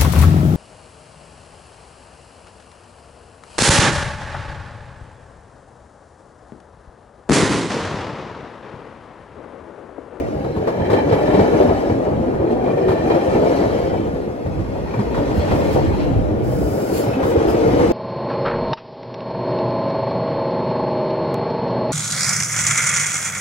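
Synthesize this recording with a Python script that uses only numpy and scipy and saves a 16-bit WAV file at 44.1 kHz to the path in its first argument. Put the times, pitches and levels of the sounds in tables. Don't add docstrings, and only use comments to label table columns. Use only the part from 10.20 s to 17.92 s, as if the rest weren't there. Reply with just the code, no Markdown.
import sys
import numpy as np
from scipy import signal
from scipy.fft import rfft, irfft
from scipy.io import wavfile
from scipy.ndimage import uniform_filter1d, minimum_filter1d

SR = 44100
rng = np.random.default_rng(int(sys.argv[2]) if len(sys.argv) > 2 else 0)


def master(y):
    cut = np.clip(np.atleast_2d(y).T, -1, 1)
    pcm = np.round(cut * 32767)
    wavfile.write(sys.argv[1], SR, pcm.astype(np.int16))


N = 340452
TIME_S = np.arange(N) / SR
BINS_HZ = np.fft.rfftfreq(N, 1 / SR)
TRAIN_M_PER_S, SOUND_M_PER_S = 12.3, 343


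def gain_of(db):
    return 10 ** (np.asarray(db) / 20)


def unit_rms(x):
    return x / np.sqrt(np.mean(x ** 2) + 1e-20)


def over_bins(table, column=1):
    table = np.asarray(table, float)
    return np.interp(np.log(BINS_HZ + 1), np.log(table[:, 0] + 1), table[:, column])


def gain_curve(table):
    return gain_of(np.interp(TIME_S, *np.transpose(table)))


def noise():
    return rng.standard_normal((2, N))


def wobble(rate_hz):
    return unit_rms(irfft(rfft(rng.standard_normal(N)) / (1 + (BINS_HZ / rate_hz) ** 4), N))


def grit(per_s, size_db):
    sizes = gain_of(size_db * np.minimum(rng.exponential(1, (2, N)), 3.5))
    return unit_rms(sizes * np.sign(noise()) * (rng.random((2, N)) < per_s / SR))


def judder(per_s, depth, fade_s):
    jolts = rng.exponential(1, N) * (rng.random(N) < per_s / SR)
    lift = signal.lfilter([1], [1, -np.exp(-1 / (fade_s * SR))], np.minimum(jolts, 2))
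    return unit_rms(1 + depth * lift)


def resonate(x, pitch_hz, width_hz):
    carrier = np.exp(2j * np.pi * np.cumsum(pitch_hz * np.ones(x.shape[-1])) / SR)
    pole = np.exp(-np.pi * width_hz / SR)
    baseband = signal.lfilter([(1 - pole) ** 2], [1, -2 * pole, pole * pole], x / carrier)
    return unit_rms((carrier * baseband).real)


def interference(x, depth_db, frame):
    framing = dict(nperseg=frame, noverlap=frame * 3 // 4)
    spectra = signal.stft(x, **framing)[2]
    patches = uniform_filter1d(rng.standard_normal(spectra.shape[1:]), size=7, axis=1)
    patches = unit_rms(uniform_filter1d(patches, size=3, axis=0))
    return unit_rms(signal.istft(spectra * gain_of(depth_db * patches), **framing)[1][:, :N])


def passing(abreast_s, reach_m):
    along_m = TRAIN_M_PER_S * (TIME_S - abreast_s)
    return 1 / (1 + (along_m / np.where(along_m < 0, *reach_m)) ** 2)


# freq_hz, likeness, left_lead_rad, left_over_right_db
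MIC_PORTS = [(60, 0.93, 0.07, -0.5), (150, 0.88, 0.33, -2.5), (293, 0.75, 0.64, 1), (420, 0.71, 1.38, 0.5),
             (670, 0.84, 1.69, 4), (960, 0, 1.42, 5.5), (1310, 0.45, 2, 1), (2240, 0.31, 4.7, 0.7),
             (3080, 0.2, 6, 3.5), (4720, 0.44, 8.4, 3), (6250, 0.07, 9.1, 4), (7300, 0.28, 18.77, 3),
             (11280, 1, 12.77, -1), (15700, 0.2, 18.8, 1)]

def at_ports(pair, spectrum, spread=0.83):
    common, other = rfft(pair)
    likeness = np.clip(over_bins(MIC_PORTS) / spread, 0, 1)
    lag = np.exp(-1j * over_bins(MIC_PORTS, column=2))
    lean = gain_of(over_bins(MIC_PORTS, column=3) / 2)
    left = common * lean
    right = (likeness * common + np.sqrt(1 - likeness ** 2) * other) * lag / lean
    return unit_rms(irfft(np.array([left, right]) * gain_of(over_bins(spectrum)), N))


# freq_hz, relative_db
FIZZ_SPECTRUM = [(3000, -20), (7500, 4), (11000, 7), (12300, 1), (13500, -14), (15500, -16)]

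def fizz():
    return gain_of(-66.5) * at_ports(noise(), FIZZ_SPECTRUM, spread=0.42)


# time_s, level_db
WIND_LEVELS = [(0.0, -31), (0.5, -55), (1.35, -33), (1.6, -37), (2.2, -30), (2.7, -44), (3.7, -30.5),
               (4.15, -36), (4.4, -26), (4.95, -32), (5.2, -23), (5.5, -25.5), (5.7, -17.5), (6.05, -20),
               (6.45, -22), (6.65, -42), (7.3, -35), (7.72, -27)]
# freq_hz, relative_db
WIND_SPECTRUM = [(15, -40), (35, -12), (60, 3.5), (95, -3), (150, -8), (300, -9), (900, -68)]

def slipstream():
    gust = gain_curve(WIND_LEVELS) * gain_of(0.7 * np.tanh(wobble(rate_hz=6.7)))
    eddies = at_ports(noise(), WIND_SPECTRUM, spread=29)
    return gust * interference(eddies, depth_db=4.5, frame=4096)


# time_s, level_db
BODY_LEVELS = [(0.0, -30.5), (1.3, -32), (2.6, -30), (3.5, -29.5), (4.15, -33), (4.9, -33), (5.5, -30),
               (6.3, -31), (6.7, -29), (7.72, -28.5)]
# freq_hz, relative_db
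BODY_SPECTRUM = [(20, -44), (40, -7), (60, -1.5), (100, 5), (150, 2.5), (210, 3), (300, -11.5), (600, -52),
                 (3000, -80)]

def rumble(force, swell_db=4, waver_db=2.5):
    drive = noise() * judder(per_s=28, depth=1.0, fade_s=0.0097)
    lift_db = swell_db * force / force.max() + waver_db * wobble(rate_hz=9.2)
    return gain_curve(BODY_LEVELS) * gain_of(lift_db) * at_ports(drive, BODY_SPECTRUM, spread=0.87)


# start_s, relative_db, pitch_hz
BODY_BOOMS = [(0.72, -12, 125), (0.858, -16, 149), (1.168, -7, 195), (1.943, -16, 123), (2.192, -16, 83),
              (2.539, -16, 150), (2.692, -14, 109), (3.141, -11, 232), (4.251, -16, 85), (4.385, -10, 99),
              (4.387, -17.5, 328), (4.765, -12.5, 123), (4.788, -9.5, 211), (5.173, -6.5, 81),
              (5.32, -19, 60.3), (5.43, -15.5, 161), (5.672, -7.5, 88), (6.565, -16, 151), (6.72, -23, 188),
              (6.869, -9.5, 123), (6.964, -10.5, 265), (7.27, -17, 62), (7.531, -21, 88)]

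def booms(rise_s=0.012):
    out, t = np.zeros(N), np.arange(SR // 3) / SR
    swell = t / rise_s * np.exp(1 - t / rise_s)
    for start_s, relative_db, pitch_hz in BODY_BOOMS:
        mode = np.sin(2 * np.pi * (pitch_hz * t + rng.random()))
        part = out[round(start_s * SR):][:len(t)]
        part += (gain_of(relative_db) * swell * mode)[:len(part)]
    return gain_of([[-6.0], [-4.5]]) * out


# start_s, length_s, level_db
RIGGING_RATTLES = [(0.881, 0.084, -36), (1.105, 0.18, -40), (3.154, 0.49, -46), (5.157, 0.26, -41),
                   (5.5, 0.19, -42), (5.78, 0.085, -39.5)]
# freq_hz, relative_db
RIGGING_SPECTRUM = [(900, -30), (1500, 3), (1900, 10), (2600, -1), (3200, 3), (3650, -8), (4200, 0.5),
                    (5500, -9), (7500, -18), (12000, -30)]

def rigging_rattle():
    envelope = np.zeros(N)
    for start_s, length_s, level_db in RIGGING_RATTLES:
        span = (TIME_S >= start_s) & (TIME_S < start_s + length_s)
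        envelope[span] += gain_of(level_db) * signal.windows.tukey(span.sum(), 0.5)
    taps = (noise() + 0.7 * grit(per_s=1200, size_db=1)) * gain_of(1.5 * wobble(rate_hz=50))
    return envelope * interference(at_ports(taps, RIGGING_SPECTRUM), depth_db=2.0, frame=512)


# start_s, length_s, pitch_hz, width_hz, level_db, skipping_ratio
SQUEAKS_AND_WHISTLE = [(0.2, 0.2, 4020, 260, -58, 0.5), (0.576, 0.33, 1780, 280, -43, 0.5),
                       (2.37, 0.45, 2390, 110, -48, 0.9), (2.42, 0.51, 1806, 120, -44.5, 0.7),
                       (3.25, 0.34, 4030, 450, -52.5, 0.3), (3.447, 0.49, 3100, 200, -52, 0.3),
                       (3.5, 0.38, 2290, 150, -51, 0.2), (4.66, 0.18, 2360, 110, -49.5, 0.6),
                       (5.157, 0.13, 4300, 400, -49.5, 0.5), (5.6, 0.34, 4070, 300, -54.5, 0.4),
                       (5.732, 0.29, 2770, 600, -53, 0.1), (6.25, 0.81, 1440, 140, -48, 0.4),
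                       (6.778, 0.17, 5170, 300, -51, 0.27), (6.896, 0.18, 2560, 170, -46, 0.6),
                       (7.0, 0.94, 2506, 220, -55, 0.2), (7.0, 0.48, 3260, 200, -58, 0.3),
                       (7.454, 0.29, 2050, 350, -45, 0.2), (7.498, 0.3, 3020, 160, -48, 0.2)]

def squeaks_and_whistle(skips_per_s=23, scrape_db=-6):
    out = np.zeros((2, N))
    cycles = np.cumsum(skips_per_s * (1 + 0.35 * wobble(rate_hz=12))) / SR
    skips = (0.12 + np.exp(-(cycles % 1) / 0.25)) * gain_of(2.5 * wobble(rate_hz=20))
    wander = 1 + 0.006 * wobble(rate_hz=15)
    for start_s, length_s, pitch_hz, width_hz, level_db, skipping in SQUEAKS_AND_WHISTLE:
        span = (TIME_S >= start_s) & (TIME_S < start_s + length_s)
        drive = noise()[:, span] * skips[span] ** skipping
        ring = resonate(drive + 0.5 * drive[::-1], pitch_hz * wander[span], width_hz)
        scrape = gain_of(scrape_db) * resonate(drive, pitch_hz, width_hz=2200)
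        out[:, span] += gain_of(level_db) * (ring + scrape) * signal.windows.tukey(span.sum(), 0.5)
    return out


def valve(start_s, length_s, rise_s=0.038, fall_s=0.03):
    t = np.maximum(TIME_S - start_s, 0)
    return (1 - np.exp(-t / rise_s)) * np.exp(-np.maximum(t - length_s, 0) / fall_s)


def hiss(spectrum):
    flutter = noise() * gain_of(0.98 * wobble(rate_hz=57))
    return gain_of(7.0) * at_ports(flutter, spectrum, spread=0.74)


# start_s, length_s, hiss_relative_db, whistle_db
AIR_SPURTS = [(5.14, .04, -49, -54), (5.29, 0.11, -52.5, -60), (5.42, .08, -56, -62),
              (5.49, 0.055, -47, -58), (7.018, 0.094, -47.5, -62), (7.261, 0.04, -43, -42)]
# pitch_hz, width_hz, in_beam_db
OUTLET_MODES = [(4450, 500, -42), (5090, 280, -50), (7000, 600, -47), (10800, 900, -48)]
# freq_hz, relative_db
SPRAY_SPECTRUM = [(1500, -23), (3700, -8), (5000, 5.5), (5700, -0.5), (6900, 0), (11000, -1), (15800, -0.5)]
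# freq_hz, relative_db
JET_SPECTRUM = [(3000, 0.5), (5000, -18), (5800, -5), (7300, -4), (8800, -7), (11000, -2), (12800, -5),
                (15800, -2)]

def compressed_air(exposed_s=6.21, abreast_s=6.77):
    spray = gain_of(-47) * passing(abreast_s, reach_m=(6.8, 0.83)) * valve(exposed_s, np.inf)
    beam = passing(abreast_s, reach_m=(0.46, 0.75))
    flow_power, piping = spray ** 2, 0
    for start_s, length_s, hiss_db, whistle_db in AIR_SPURTS:
        opening = valve(start_s, length_s)
        flow_power += (gain_of(hiss_db) * opening) ** 2
        piping += gain_of(whistle_db) * opening
    waver = 1 + 0.012 * wobble(rate_hz=40)
    whistles = [resonate(noise(), pitch_hz * waver, width_hz) for pitch_hz, width_hz, _ in OUTLET_MODES]
    jet = gain_of(-38.5) * hiss(JET_SPECTRUM)
    jet += sum(gain_of(db) * whistle for (*_, db), whistle in zip(OUTLET_MODES, whistles))
    return np.sqrt(flow_power) * hiss(SPRAY_SPECTRUM) + beam * jet + piping * whistles[1]


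# start_s, bang_db, thud_db, clatter_db, crack_db, ring_db
WHEEL_KNOCKS = [(0.243, -14.5, -18, -38, -69, -48), (0.362, -19, -15, -39, -46, -55),
                (0.472, -7.5, -24, -28.5, -42, -39), (0.566, -23, -25, -54, -60, -50),
                (0.595, -13, -20, -52, -58, -46), (0.699, -10, -12.5, -30, -35.5, -38),
                (0.729, -8, -31, -31, -39.5, -33), (0.923, -4.5, -14, -28, -43, -43),
                (1.078, -12, -17, -48, -60, -51), (1.135, -8.5, -18, -36, -39, -30),
                (1.192, -3.5, -12, -29, -40, -31), (1.399, -4, -22, -38, -38, -31),
                (1.446, -14, -26, -42, -55, -48), (1.492, -7.5, -20, -43, -60, -46),
                (1.697, -9, -11, -40, -52, -42), (1.805, -15, -38, -56, -60, -50),
                (1.869, -8.5, -36, -54, -60, -55), (2.138, -17, -15, -50, -60, -50),
                (2.211, -15, -19, -50, -60, -50), (2.306, -13, -33, -46, -44, -51),
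                (2.471, -9, -19, -39, -58, -45), (2.682, -24, -23, -28, -39.5, -36),
                (2.715, -24, -29, -39, -45, -45), (2.768, -21, -40, -48, -60, -36),
                (2.9, -3, -31, -32, -50, -22.5), (2.945, -13, -27, -33, -49, -38),
                (3.081, -14, -41, -52, -60, -48), (3.15, -8, -14, -37, -53, -40),
                (3.219, -10, -19, -48, -52, -47), (3.4, -11, -15.5, -38, -48, -40),
                (3.438, -11, -30, -50, -60, -48), (3.525, -13, -27, -52, -60, -50),
                (3.578, -16, -28, -46, -58, -48), (3.731, -12.5, -15, -50, -60, -48),
                (3.863, -17, -28, -52, -60, -55), (3.946, -21, -28, -47, -48, -50),
                (4.079, -17.5, -34, -53, -60, -55), (4.261, -18, -18, -43, -53, -55),
                (4.392, -25, -21, -45, -47, -55), (4.554, -15.5, -28, -52, -63, -55),
                (4.738, -17, -21, -34, -58, -42), (4.789, -23, -18, -36, -46, -44),
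                (4.943, -24, -24, -31, -42, -37), (4.976, -13, -31, -48, -58, -48),
                (5.31, -11, -8, -28, -48, -35), (5.556, -4, -19, -35, -52, -40),
                (5.714, -24, -23, -50, -60, -44), (5.911, -24, -17, -46, -60, -50),
                (6.465, -25, -15, -50, -58, -52), (6.865, -16, -30, -50, -60, -52),
                (7.029, -15, -13, -28, -50, -35), (7.2, -15, -20, -33, -60, -46),
                (7.284, -14, -30, -39, -52, -44), (7.591, -9, -11, -29, -48, -36),
                (7.659, -17, -19, -40, -60, -42)]

def blows(levels_db, rise_s, t60_s, hold_s=0.0):
    envelope, t = np.zeros(N), np.arange(SR // 2) / SR
    shape = (1 - np.exp(-t / rise_s)) * gain_of(-60 * np.maximum(t - hold_s, 0) / t60_s)
    for (start_s, *_), level_db in zip(WHEEL_KNOCKS, levels_db):
        part = envelope[round(start_s * SR):][:len(t)]
        part += gain_of(level_db) * shape[:len(part)] / shape.max()
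    return envelope


# freq_hz, relative_db
BANG_SPECTRUM = [(150, -28), (300, 0), (450, 6.5), (620, 2), (760, -3), (900, -7.5), (1100, -16.5),
                 (1350, -25), (2500, -34), (6000, -71)]
# freq_hz, relative_db
CLATTER_SPECTRUM = [(400, -17), (800, 11.5), (1150, 9.5), (1500, 2), (1900, 0), (2600, -17), (4200, -14.5),
                    (7000, -26), (12000, -28), (15500, -46)]
# freq_hz, relative_db
CRACK_SPECTRUM = [(600, -20), (1100, 15), (2000, 13), (3000, 7), (4300, 6), (6000, -3), (8000, -5),
                  (12000, -11), (15500, -22)]

def knocks():
    _, bang_db, thud_db, clatter_db, crack_db, _ = np.transpose(WHEEL_KNOCKS)
    body = at_ports(noise(), BODY_SPECTRUM, spread=0.785)
    rail = at_ports(noise(), BANG_SPECTRUM, spread=0.81)
    gear = at_ports(noise() + 0.5 * grit(per_s=500, size_db=3), CLATTER_SPECTRUM)
    steel = at_ports(noise() + 0.5 * grit(per_s=1200, size_db=2), CRACK_SPECTRUM)
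    thud = blows(thud_db - 6.5, rise_s=0.0022, t60_s=0.29) * body
    bang = blows(bang_db - 7.0, rise_s=0.0011, t60_s=0.23) * rail
    clatter = blows(clatter_db + 4.5, rise_s=0.00068, t60_s=0.21) * gear
    crack = blows(crack_db, rise_s=0.0013, t60_s=0.16, hold_s=0.024) * steel
    return thud + bang + clatter + crack


# abreast_s, roar_db, rasp_db, ring_coming_db, ring_leaving_db, pitch_ratio, wheel_b_share
BOGIE_PAIRS = [(-0.6, -31, -34, -2, -6, 0.94, 0.3), (1.32, -15.5, -34.5, 1.5, -6.5, 0.94, 0.5),
               (3.3, -18.5, -34, -3.5, -11, 0.96, 0.47), (5.43, -22, -34, -5.5, -5, 1, 0.72),
               (7.579, -16, -32.5, -3.5, -15, 0.88, 1)]

def bogie_swell(reach_m, column):
    return np.sqrt(sum((gain_of(row[column]) * passing(row[0], reach_m)) ** 2 for row in BOGIE_PAIRS))


# pitch_hz, width_hz, wheel_a_relative_db, wheel_b_relative_db
DISC_MODES = [(891, 190, 11, 11), (1440, 210, -11, 1), (1818, 130, 6.5, -3), (2070, 120, -8, -5),
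              (2433, 110, 2, -6.5), (2660, 110, -35, -5), (2880, 100, -18, -15), (3240, 95, -6, -8.5),
              (3357, 89, -27, -9), (4130, 260, -9.5, -10.5), (5700, 620, -21, -24)]

def wheel_ring(contact, glide_m=10.5):
    out = np.zeros((2, N))
    struck = blows([ring_db for *_, ring_db in WHEEL_KNOCKS], rise_s=0.003, t60_s=0.13, hold_s=0.012)
    force = np.hypot(contact * judder(per_s=60, depth=0.6, fade_s=0.01), struck)
    drifts = [(gain_of(1.4 * wobble(rate_hz=18)), 1 + 0.0082 * wobble(rate_hz=3.4)) for _ in DISC_MODES]
    for abreast_s, _, _, coming_db, leaving_db, pitch_ratio, wheel_b_share in BOGIE_PAIRS:
        span = (TIME_S > abreast_s - 1.8) & (TIME_S < abreast_s + 1.3)
        along_m = TRAIN_M_PER_S * (TIME_S[span] - abreast_s)
        receding = along_m / np.hypot(along_m, glide_m)
        doppler = 1 / (1 + TRAIN_M_PER_S * receding / SOUND_M_PER_S)
        drive, ring = rng.standard_normal((2, len(along_m))), 0
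        for (pitch_hz, width_hz, *types_db), (swell, wander) in zip(DISC_MODES, drifts):
            mode = resonate(drive, pitch_hz * pitch_ratio * doppler * wander[span], width_hz)
            ring += gain_of(np.interp(wheel_b_share, [0, 1], types_db)) * swell[span] * mode
        facing = gain_of(np.interp(receding, [-0.5, 0.5], [coming_db, leaving_db]))
        out[:, span] += facing * unit_rms(ring) * signal.windows.tukey(len(along_m), 0.7)
    return gain_of(6.5) * force * out


# freq_hz, relative_db
RASP_SPECTRUM = [(500, -15), (900, 4), (1250, 1.5), (1550, -1.5), (2100, -3), (2700, -7.5), (3600, -13),
                 (4400, -12.5), (5600, -14.5), (7500, -21.5), (11500, -26), (15500, -35)]

def rasp(contact):
    drive = (noise() + 0.4 * grit(per_s=800, size_db=3.0)) * gain_of(0.61 * wobble(rate_hz=12))
    sound = interference(at_ports(drive, RASP_SPECTRUM, spread=0.7), depth_db=3.0, frame=1024)
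    treble = signal.sosfiltfilt(signal.butter(1, 2800, "high", fs=SR, output="sos"), sound)
    nearness = contact / contact.max()
    return gain_of(0.5) * contact * (sound + 0.5 * (nearness - 0.7) * treble)


# time_s, relative_db
RAIL_LEVELS = [(0.0, -22), (0.4, -36), (0.8, -30), (1.2, -25), (2.1, -19.5), (3.3, -21.5), (3.7, -21.5),
               (4.1, -28), (4.7, -31.5), (5.1, -24.5), (6.0, -24), (6.6, -22.5), (7.72, -29)]

def rolling_force():
    return np.hypot(bogie_swell(reach_m=(7.75, 3.7), column=1), gain_curve(RAIL_LEVELS))


# freq_hz, relative_db
ROAR_SPECTRUM = [(110, -53), (200, -9.5), (290, 1), (380, 0), (480, 1), (590, -3), (680, -6), (780, -11),
                 (880, -15), (1050, -23), (1500, -26.5), (2500, -41), (6000, -86)]

def roar(force):
    drive = noise() + 0.24 * grit(per_s=500, size_db=1.0)
    drive *= judder(per_s=95, depth=0.16, fade_s=0.0092)
    drive *= judder(per_s=15, depth=0.11, fade_s=0.015)
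    track = at_ports(drive, ROAR_SPECTRUM, spread=0.96)
    return gain_of(1.0) * force * interference(track, depth_db=3.0, frame=4096)


def scene():
    force = rolling_force()
    contact = bogie_swell(reach_m=(8.3, 5.93), column=2)
    rolling = roar(force) + rumble(force) + rasp(contact) + wheel_ring(contact)
    events = squeaks_and_whistle() + knocks() + rigging_rattle() + booms() + compressed_air()
    return rolling + events + fizz() + slipstream()


def record(dry, ceiling=0.9, cutoff_hz=15850):
    safe_gain = np.minimum(1, ceiling / (abs(dry).max(0) + 1e-9))
    limited = dry * uniform_filter1d(minimum_filter1d(safe_gain, size=300), size=300)
    lowpass = signal.firwin(511, cutoff_hz, window=("kaiser", 9), fs=SR)
    return signal.oaconvolve(limited, lowpass[None], "same")


dry = scene()
out = record(dry)
master(out)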